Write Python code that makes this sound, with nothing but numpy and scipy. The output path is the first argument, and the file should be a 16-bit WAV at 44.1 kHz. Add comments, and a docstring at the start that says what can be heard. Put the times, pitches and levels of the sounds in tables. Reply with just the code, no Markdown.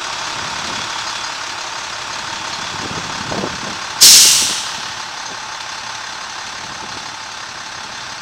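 """A six-cylinder diesel truck idles in an open lot while the microphone is carried from its nose to its side.
From the start each firing excites the block and rattles the injectors, shaped noise ringing in resonances; the
idle speed hunts gently. A belt sings in close sine tones early on, and gusts of filtered noise buffet the
microphone. Halfway through, an air valve dumps its pressure: a loud hiss of turbulent noise, its peaks clipped
flat, fades ever faster and leaves a diffuse echo, while the engine, now fainter, idles on in the wind."""
import sys
import numpy as np
from scipy import signal
from scipy.fft import rfft, irfft
from scipy.io import wavfile
from scipy.ndimage import uniform_filter1d

SR = 44100
rng = np.random.default_rng(int(sys.argv[2]) if len(sys.argv) > 2 else 0)


def waveform_to_disk(signal):
    """Save audio, clipped to [-1, 1], as 16-bit WAV at the path in sys.argv[1]."""
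    frames = np.transpose(np.atleast_2d(signal))
    scaled = np.clip(frames, -1, 1) * 32767
    samples = np.round(scaled).astype(np.int16)
    wavfile.write(sys.argv[1], SR, samples)


N = 362061
TIME = np.arange(N) / SR
FREQS = np.maximum(np.arange(N // 2 + 1) * SR / N, 1)  # Hz, kept above zero for the logarithm

# hunting idle speed: time_s, firing_rate_hz
IDLE_SPEED = [(0, 34.85), (.35, 34.8), (1, 35.45), (1.85, 34.53), (2.95, 35.58), (3.5, 34.35),
              (3.95, 34.75), (4.3, 35.85), (4.75, 35.85), (5.25, 34.6), (5.6, 34.45), (6.2, 34.9),
              (6.7, 35.62), (7.6, 34.58), (8.21, 34.95)]
# cylinders in firing order, compared with one another: knock_db, rattle_db
CYLINDER_LEVELS = [(-2, 6.5), (-0.9, 7.5), (-0.1, 7), (0, 8.5), (-0.5, 7), (-0.4, 9.5)]
# broad spectrum of the combustion knock: frequency_hz, level_db
KNOCK_SPECTRUM = [(20, -57), (300, -27), (540, -11.5), (650, -5.5), (800, -2), (1200, 1), (1450, 1.5),
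                  (1650, -2), (1850, -4), (2300, -16.5), (3500, -19.5), (7000, -61)]
# broad spectrum of the injector rattle: frequency_hz, level_db
RATTLE_SPECTRUM = [(1200, -12), (2100, -1), (2600, 2), (3100, -1), (3700, 1), (5400, 0), (5800, -0.5),
                   (6500, -10.5), (7200, -10), (8100, -11.5), (8900, -18.5), (11000, -29.5), (15500, -37)]
# broad spectrum of the low drone: frequency_hz, level_db
DRONE_SPECTRUM = [(15, -28), (24, -18), (35, -3.5), (70, -1.5), (115, -1), (160, -3.5), (210, -7),
                  (340, 4.5), (480, -7.5), (800, 7.5), (2000, -55)]
# block and panel resonances heard in front of the truck: centre_hz, width_hz, lift_db
NOSE_RESONANCES = [(115, 25, 6), (202, 60, 4.5), (339, 120, 4), (625, 33, 5), (908, 50, 8), (1080, 99, 2.5),
                   (1520, 360, 1), (2580, 110, 0.5), (4330, 120, -4.5), (4990, 90, -4), (6300, 120, -1),
                   (6800, 190, 9)]
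# block and panel resonances heard beside the truck: centre_hz, width_hz, lift_db
SIDE_RESONANCES = [(116, 17, 9.5), (213, 25, 8.5), (460, 50, 0.5), (879, 45, 7), (1063, 30, 6),
                   (1555, 39, 6), (1820, 10, 8.5), (2480, 45, -4), (3525, 18, 9.5), (4170, 94, 2.5),
                   (4960, 37, -15), (6060, 58, 8.5), (6370, 150, 8.5)]
# parts that ring softly at every firing, relative to the rattle: centre_hz, width_hz, level_db
RINGING_PARTS = [(4250, 81, -27), (4780, 300, -17), (6280, 380, -14.5)]
# engine level on the way from nose to side: time_s, level_db
ENGINE_LEVELS = [(0, -26.5), (.8, -25.9), (1.7, -28.1), (2.7, -27.5), (3.9, -28.4), (5.1, -30), (6.4, -30),
                 (7.2, -31.5), (8.21, -31)]
# chattering injector and valve parts, relative to the knock: firing_place, pitch_hz, level_db
CHATTERING_PARTS = [(2, 4900, -15.5), (2, 6450, -18.5), (2, 4230, -19), (3, 6350, -19.5), (3, 4230, -19),
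                    (5, 4260, -15.5), (5, 6500, -21.5)]
# firings with a set chatter force in place of a random one: time_s, extra_db
SET_CHATTER = [(.728, 1), (1.063, 6), (1.233, 6), (1.6, 5), (2.133, 8), (2.533, 8), (3.12, 1), (3.81, 2),
               (7.052, 4), (7.946, 3)]
# belt squeals: middle_s, half_length_s, pitch_hz, level_db
BELT_SQUEALS = [(0.343, 0.35, 3413, -40.5), (0.794, 0.047, 3425, -32), (0.973, .07, 3410, -34),
                (1.179, 0.0497, 3426, -32), (2.668, 0.047, 3500, -36.5), (2.8, 0.72, 3400, -40.5)]
# close tones of a squeal: offset_hz from its pitch, level_db
SQUEAL_TONES = [(-113, -1), (0, 0), (111, -15)]
# gusts of wind: middle_s, half_length_s, level_db
WIND_GUSTS = [(.6, .23, -38), (2.55, 0.49, -44.5), (3.25, 0.4, -34), (4.3, 0.25, -42), (4.853, .15, -50),
              (6.823, 0.23, -43.5), (7.95, 0.44, -50)]
# the hardest buffets on the microphone: middle_s, half_length_s, level_db
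HARD_BUFFETS = [(.413, .03, -39.5), (0.704, 0.028, -34), (2.847, 0.018, -26), (2.936, .03, -31),
                (2.986, .01, -26), (3.318, 0.0057, -16), (3.348, 0.0084, -22), (3.383, 0.013, -19.5),
                (3.428, 0.015, -21), (3.464, 0.014, -24), (3.685, 0.03, -29), (4.257, 0.0065, -27),
                (4.422, 0.0053, -29), (4.503, 0.0075, -28), (4.788, .008, -34), (5.3, 0.025, -38.5),
                (6.846, 0.0099, -32.5), (6.972, .007, -36.5)]
# broad spectrum of the wind rumble: frequency_hz, level_db
BREEZE_SPECTRUM = [(15, -15), (24, -14), (36, -20), (80, 0), (120, 1), (220, 0), (350, -7), (600, -12),
                   (1500, -55)]
# broad spectrum of eddies and buffets: frequency_hz, level_db
BUFFET_SPECTRUM = [(30, -28), (90, -26), (180, -0.5), (340, -2), (600, -6.5), (1000, -11), (2500, -37),
                   (6000, -56)]
# broad spectrum of the jet at full pressure: frequency_hz, level_db
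FULL_JET_SPECTRUM = [(100, -31), (250, -17), (500, -29), (1000, -34), (1500, -15.5), (2200, -15.5),
                     (3000, -12.5), (4200, -0.5), (5700, -1), (6400, 0), (7300, -6.5), (8400, -6),
                     (9500, -11), (12000, -14), (15500, -21)]
# broad spectrum of the jet at falling pressure: frequency_hz, level_db
WEAK_JET_SPECTRUM = [(500, -38), (2000, -12), (2450, -9.5), (2800, -5), (3400, -18), (4300, -10),
                     (5000, -13), (5900, 2), (6800, -8), (8300, -4), (9500, -11.5), (10500, -5.5),
                     (11500, -25), (15500, -25)]
# resonances of the valve's exhaust port: centre_hz, width_hz, lift_db
PORT_RESONANCES = [(2790, 130, 4.5), (3180, 120, 8.5), (4400, 170, -0.5), (5480, 400, 4.5), (6300, 170, 1),
                   (6970, 140, 4.5), (7750, 220, 5.5), (8440, 170, 1), (10130, 300, -5), (11200, 300, 2),
                   (14300, 400, 4)]
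# broad spectrum of the hiss returning from the parked trucks: frequency_hz, level_db
ECHO_SPECTRUM = [(500, -21.5), (2300, -17), (2900, 0.5), (3600, -1), (6200, -5), (8000, -20), (11000, -28),
                 (15500, -35)]

FIRST_PHASE = .78  # part of a firing interval already elapsed at the start
KNOCK_RISE_S, KNOCK_RING_S = .0058, .019
BLOCK_DB, GEARS_DB = -25.5, -5  # relative to the knock, before the panels colour all three
RATTLE_DB, DRONE_DB = -.74, -13  # relative to the knock
CHATTER_LAG_S, CHATTER_RISE_S, CHATTER_DECAY_S = .003, .0035, .021
CHATTER_SCATTER_DB, CHATTER_Q = 1.5, 27
CALM_DB = -55  # wind between gusts
EDDY_DB, EDDY_SPREAD_DB = -15, 4.5  # small buffets relative to the wind, and their spread
VALVE_OPENS_S, VALVE_TRAVEL_S = 3.994, .033
FADE_DB_PER_S, FADE_DB_PER_S2 = 24.5, 40
WEAK_AFTER_DB, WEAK_SHARE = 16, .66  # fade at which the weak colour reaches its full share
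DULL_FROM_DB, DULL_OVER_DB = 12, 23  # fade at which the top begins to go, further fade until it is gone
TOP_HZ = 15700


def undb(db):
    """Amplitude gain is ten to the power of decibels over twenty."""
    return 10 ** (np.asarray(db) / 20)


def unit(x):
    """Normalization: division by the root mean square gives unit rms."""
    return x / np.sqrt(np.mean(x ** 2))


def curve(rows):
    """Linear interpolation joins points (time_s, value)."""
    rows = np.array(rows)
    return np.interp(TIME, rows[:, 0], rows[:, 1])


def noise():
    """White noise: independent Gaussian samples of equal power at all frequencies."""
    return rng.standard_normal(N)


def walk(corner_hz):
    """Low-passed noise makes a smooth random wander of unit spread."""
    return unit(irfft(rfft(noise()) / (1 + (FREQS / corner_hz) ** 4), N))


def swell(middle_s, half_s, db):
    """Flat-topped envelope: a smooth rise, a short hold and a smooth fall."""
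    return undb(db) / np.sqrt(1 + ((TIME - middle_s) / half_s) ** 8)


def colour(x, points, modes=()):
    """Minimum-phase filtering by a broad spectrum with resonances on top; unit rms."""
    hz, db = np.transpose(points)
    db = np.interp(np.log(FREQS), np.log(hz), db)
    for centre, width, lift in modes:
        db = db + lift / (1 + (2 * (FREQS - centre) / width) ** 2)
    # folding the cepstrum onto positive times makes the filter causal
    cepstrum = irfft(np.log(undb(db)), N)
    cepstrum[1:N // 2] *= 2
    cepstrum[N // 2:] = 0
    response = np.exp(rfft(cepstrum))
    return unit(irfft(rfft(x) * response, N))


def ring(x, hz, width_hz):
    """Simple resonance: a second-order peak filter, normalized to unit rms."""
    b, a = signal.iirpeak(hz, hz / width_hz, fs=SR)
    return unit(signal.lfilter(b, a, x))


def ring_twice(x, hz, width_hz):
    """Two equal resonances in cascade give steeper skirts and a rounded onset."""
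    return ring(ring(x, hz, width_hz), hz, width_hz)


def reflect(x, decay_s, db):
    """Dense close reflections: convolution with decaying noise adds sound off the chassis and ground."""
    t = np.arange(SR // 10) / SR
    echoes = unit(rng.standard_normal(len(t)) * np.exp(-t / decay_s)) / np.sqrt(len(t))
    return x + undb(db) * signal.fftconvolve(x, echoes)[:N]


def firings():
    """Phase integration: a cylinder fires whenever the accumulated firing rate passes a whole number."""
    phase = FIRST_PHASE + np.cumsum(curve(IDLE_SPEED)) / SR
    return np.interp(np.arange(1, int(phase[-1]) + 1), phase, TIME)


def firing_cylinders(times):
    """Cyclic firing order: the cylinders take their turns one after another."""
    return np.arange(1, len(times) + 1) % len(CYLINDER_LEVELS)


def blows(times, cylinder_db, rise_s, decay_s, scatter_db, alike, jitter_s, ragged_db):
    """Repeated impact excitation: noise bursts at the firings, partly alike from cycle to cycle."""
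    t = np.arange(SR // 10) / SR
    shape = (1 - np.exp(-(t / rise_s) ** 2)) * np.exp(-t / decay_s)
    own = rng.standard_normal((len(cylinder_db), len(t)))
    # pressure rise, piston slap and bearing play give each cylinder its own lumps
    lumps = undb(ragged_db * unit(uniform_filter1d(rng.standard_normal(own.shape), size=130)))
    memory = .95  # share of a cylinder's own burst power kept until its next firing
    out = np.zeros(N + SR)
    for start, c in zip(times, firing_cylinders(times)):
        drift, fresh = rng.standard_normal((2, len(t)))
        late, strong = rng.standard_normal(2)
        own[c] = np.sqrt(memory) * own[c] + np.sqrt(1 - memory) * drift
        grain = np.sqrt(alike) * own[c] + np.sqrt(1 - alike) * fresh
        burst = grain * unit(shape * lumps[c])
        i = max(int((start + jitter_s * late) * SR), 0)
        out[i:i + len(t)] += burst * undb(cylinder_db[c] + scatter_db * strong)
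    return unit(out[:N])


def block_thumps(times, cylinder_db, hz, width_hz, lag_s):
    """Impulse response: each pressure peak strikes the main bending mode of the block."""
    sizes = undb(cylinder_db[firing_cylinders(times)])
    samples = ((times + lag_s) * SR).astype(int)
    pulses = np.bincount(samples, sizes, N)[:N]
    return ring_twice(pulses, hz, width_hz)


def panels(x, points):
    """Modal radiation: the resonances heard cross-fade on the way from the nose to the side."""
    side = curve([(2.6, .15), (5.2, 1)])
    return (1 - side) * colour(x, points, NOSE_RESONANCES) + side * colour(x, points, SIDE_RESONANCES)


def combustion_knock(times, knock_db):
    """Forced vibration: firing bursts, block thumps and steady gear noise excite the panels."""
    knock = blows(times, knock_db, rise_s=KNOCK_RISE_S, decay_s=KNOCK_RING_S, scatter_db=.2,
                  alike=.98, jitter_s=.0002, ragged_db=0)
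    # doubled decibels exaggerate the inequality of the cylinders
    block = block_thumps(times, 2 * knock_db, hz=911, width_hz=170, lag_s=.00296)
    return panels(knock + undb(BLOCK_DB) * block + undb(GEARS_DB) * noise(), KNOCK_SPECTRUM)


def injector_rattle(times, rattle_db):
    """Impact noise: ragged injector bursts over steady noise, with parts ringing at each firing."""
    bursts = blows(times, rattle_db, rise_s=.0042, decay_s=.028, scatter_db=1.5,
                   alike=.39, jitter_s=.0004, ragged_db=-.2)
    ragged = bursts * undb(2 * walk(550))
    rattle = panels(reflect(ragged + noise(), decay_s=.0057, db=-11.5), RATTLE_SPECTRUM)
    for hz, width_hz, db in RINGING_PARTS:
        taps = blows(times, 2 * rattle_db, rise_s=.0019, decay_s=.03, scatter_db=4.5,
                     alike=0, jitter_s=.002, ragged_db=2)
        rattle = rattle + undb(db) * ring_twice(taps, hz, width_hz)
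    return rattle


def engine(times):
    """Superposition of combustion knock, injector rattle and a low drone."""
    knock_db, rattle_db = np.transpose(CYLINDER_LEVELS)
    knock = combustion_knock(times, knock_db)
    drone = panels(noise(), DRONE_SPECTRUM)
    rattle = injector_rattle(times, rattle_db)
    return knock + undb(DRONE_DB) * drone + undb(RATTLE_DB) * rattle


def loose_parts(times):
    """Resonant chatter: a noise burst rings each loose part when its own cylinder fires."""
    out = np.zeros(N + SR)
    t = np.arange(SR // 8) / SR
    shape = (1 - np.exp(-t / CHATTER_RISE_S)) * np.exp(-t / CHATTER_DECAY_S)
    force_db = CHATTER_SCATTER_DB * rng.standard_normal(len(times))
    for time_s, extra_db in SET_CHATTER:
        force_db[np.argmin(abs(times - time_s))] = extra_db
    cylinder = firing_cylinders(times)
    for place, hz, db in CHATTERING_PARTS:
        for k in np.flatnonzero(cylinder == place):
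            tone = ring_twice(rng.standard_normal(len(t)) * shape, hz, hz / CHATTER_Q)
            i = int((times[k] + CHATTER_LAG_S) * SR)
            out[i:i + len(t)] += tone * undb(db + force_db[k])
    return out[:N]


def belt():
    """Beating of close tones, wandering in pitch and level, makes a thin squeal that comes and goes."""
    swells = np.array([swell(middle, half, db) for middle, half, _, db in BELT_SQUEALS])
    swells = swells + 1e-12  # keeps the weighted mean pitch defined in silence
    pitch_hz = np.array(BELT_SQUEALS)[:, 2] @ swells / swells.sum(axis=0)
    tones = 0
    for offset_hz, db in SQUEAL_TONES:
        turns = np.cumsum(pitch_hz + offset_hz + 9 * walk(54)) / SR
        tones = tones + undb(db + 2.2 * walk(30)) * np.sin(2 * np.pi * turns)
    return unit(tones) * np.linalg.norm(swells, axis=0)


def wind():
    """Turbulent pressure: gusts flutter and rumble on the microphone and shed brighter, ragged buffets."""
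    strength = undb(CALM_DB) + sum(swell(*gust) for gust in WIND_GUSTS)
    flutter = undb(3.5 * walk(54))
    breeze = colour(noise() * flutter, BREEZE_SPECTRUM) * strength
    eddies = strength * undb(EDDY_DB + EDDY_SPREAD_DB * walk(49))
    push = eddies + sum(swell(*buffet) for buffet in HARD_BUFFETS)
    raggedness = undb(4 * walk(220))
    return breeze + push * colour(noise() * raggedness, BUFFET_SPECTRUM)


def air_blast():
    """Jet noise: turbulence dulls as pressure drops, combed under the chassis and echoed across the lot."""
    opening = np.clip((TIME - VALVE_OPENS_S) / VALVE_TRAVEL_S, 0, 1)
    age_s = np.maximum(TIME - VALVE_OPENS_S - VALVE_TRAVEL_S, 0)
    # the fade quickens as the pressure runs out
    fade_db = FADE_DB_PER_S * age_s + FADE_DB_PER_S2 * age_s ** 2
    flow = opening ** 3 * undb(-fade_db)

    source = reflect(noise(), decay_s=.03, db=-10)
    full_jet = colour(source, FULL_JET_SPECTRUM, PORT_RESONANCES)
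    weak_jet = colour(source, WEAK_JET_SPECTRUM, PORT_RESONANCES)
    spent = WEAK_SHARE * np.minimum(fade_db / WEAK_AFTER_DB, 1)
    jet = (1 - spent) * full_jet + spent * weak_jet

    # the last of the air leaves too slowly to make any top
    dribble = np.clip((fade_db - DULL_FROM_DB) / DULL_OVER_DB, 0, 1)
    dull_jet = signal.sosfiltfilt(signal.butter(4, 10500, fs=SR, output="sos"), jet)
    jet = jet + dribble * (dull_jet - jet)

    # the energy of the diffuse echo builds up while the jet blows and outlasts it
    hold = np.exp(-1 / (.13 * SR))  # energy decay time .13 s
    lingering = np.sqrt(signal.lfilter([1 - hold], [1, -hold], flow ** 2))
    echo = lingering * colour(noise(), ECHO_SPECTRUM)
    return jet * flow * undb(.42 * walk(50)) + undb(-11.5) * echo


def scene():
    """Linear superposition at one microphone, the same on both channels."""
    times = firings()
    truck = (engine(times) + loose_parts(times)) * undb(curve(ENGINE_LEVELS))
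    return np.tile(truck + belt() + wind() + air_blast(), (2, 1))


def record(dry):
    """Amplitude limiting: the peaks of the blast are clipped flat, and a low-pass then ends the treble at the
    recorder's cut-off."""
    clipped = np.clip(dry, -.96, .96)
    low_pass = signal.ellip(8, .05, 60, TOP_HZ, fs=SR, output="sos")
    return signal.sosfiltfilt(low_pass, clipped)


dry = scene()
out = record(dry)
waveform_to_disk(out)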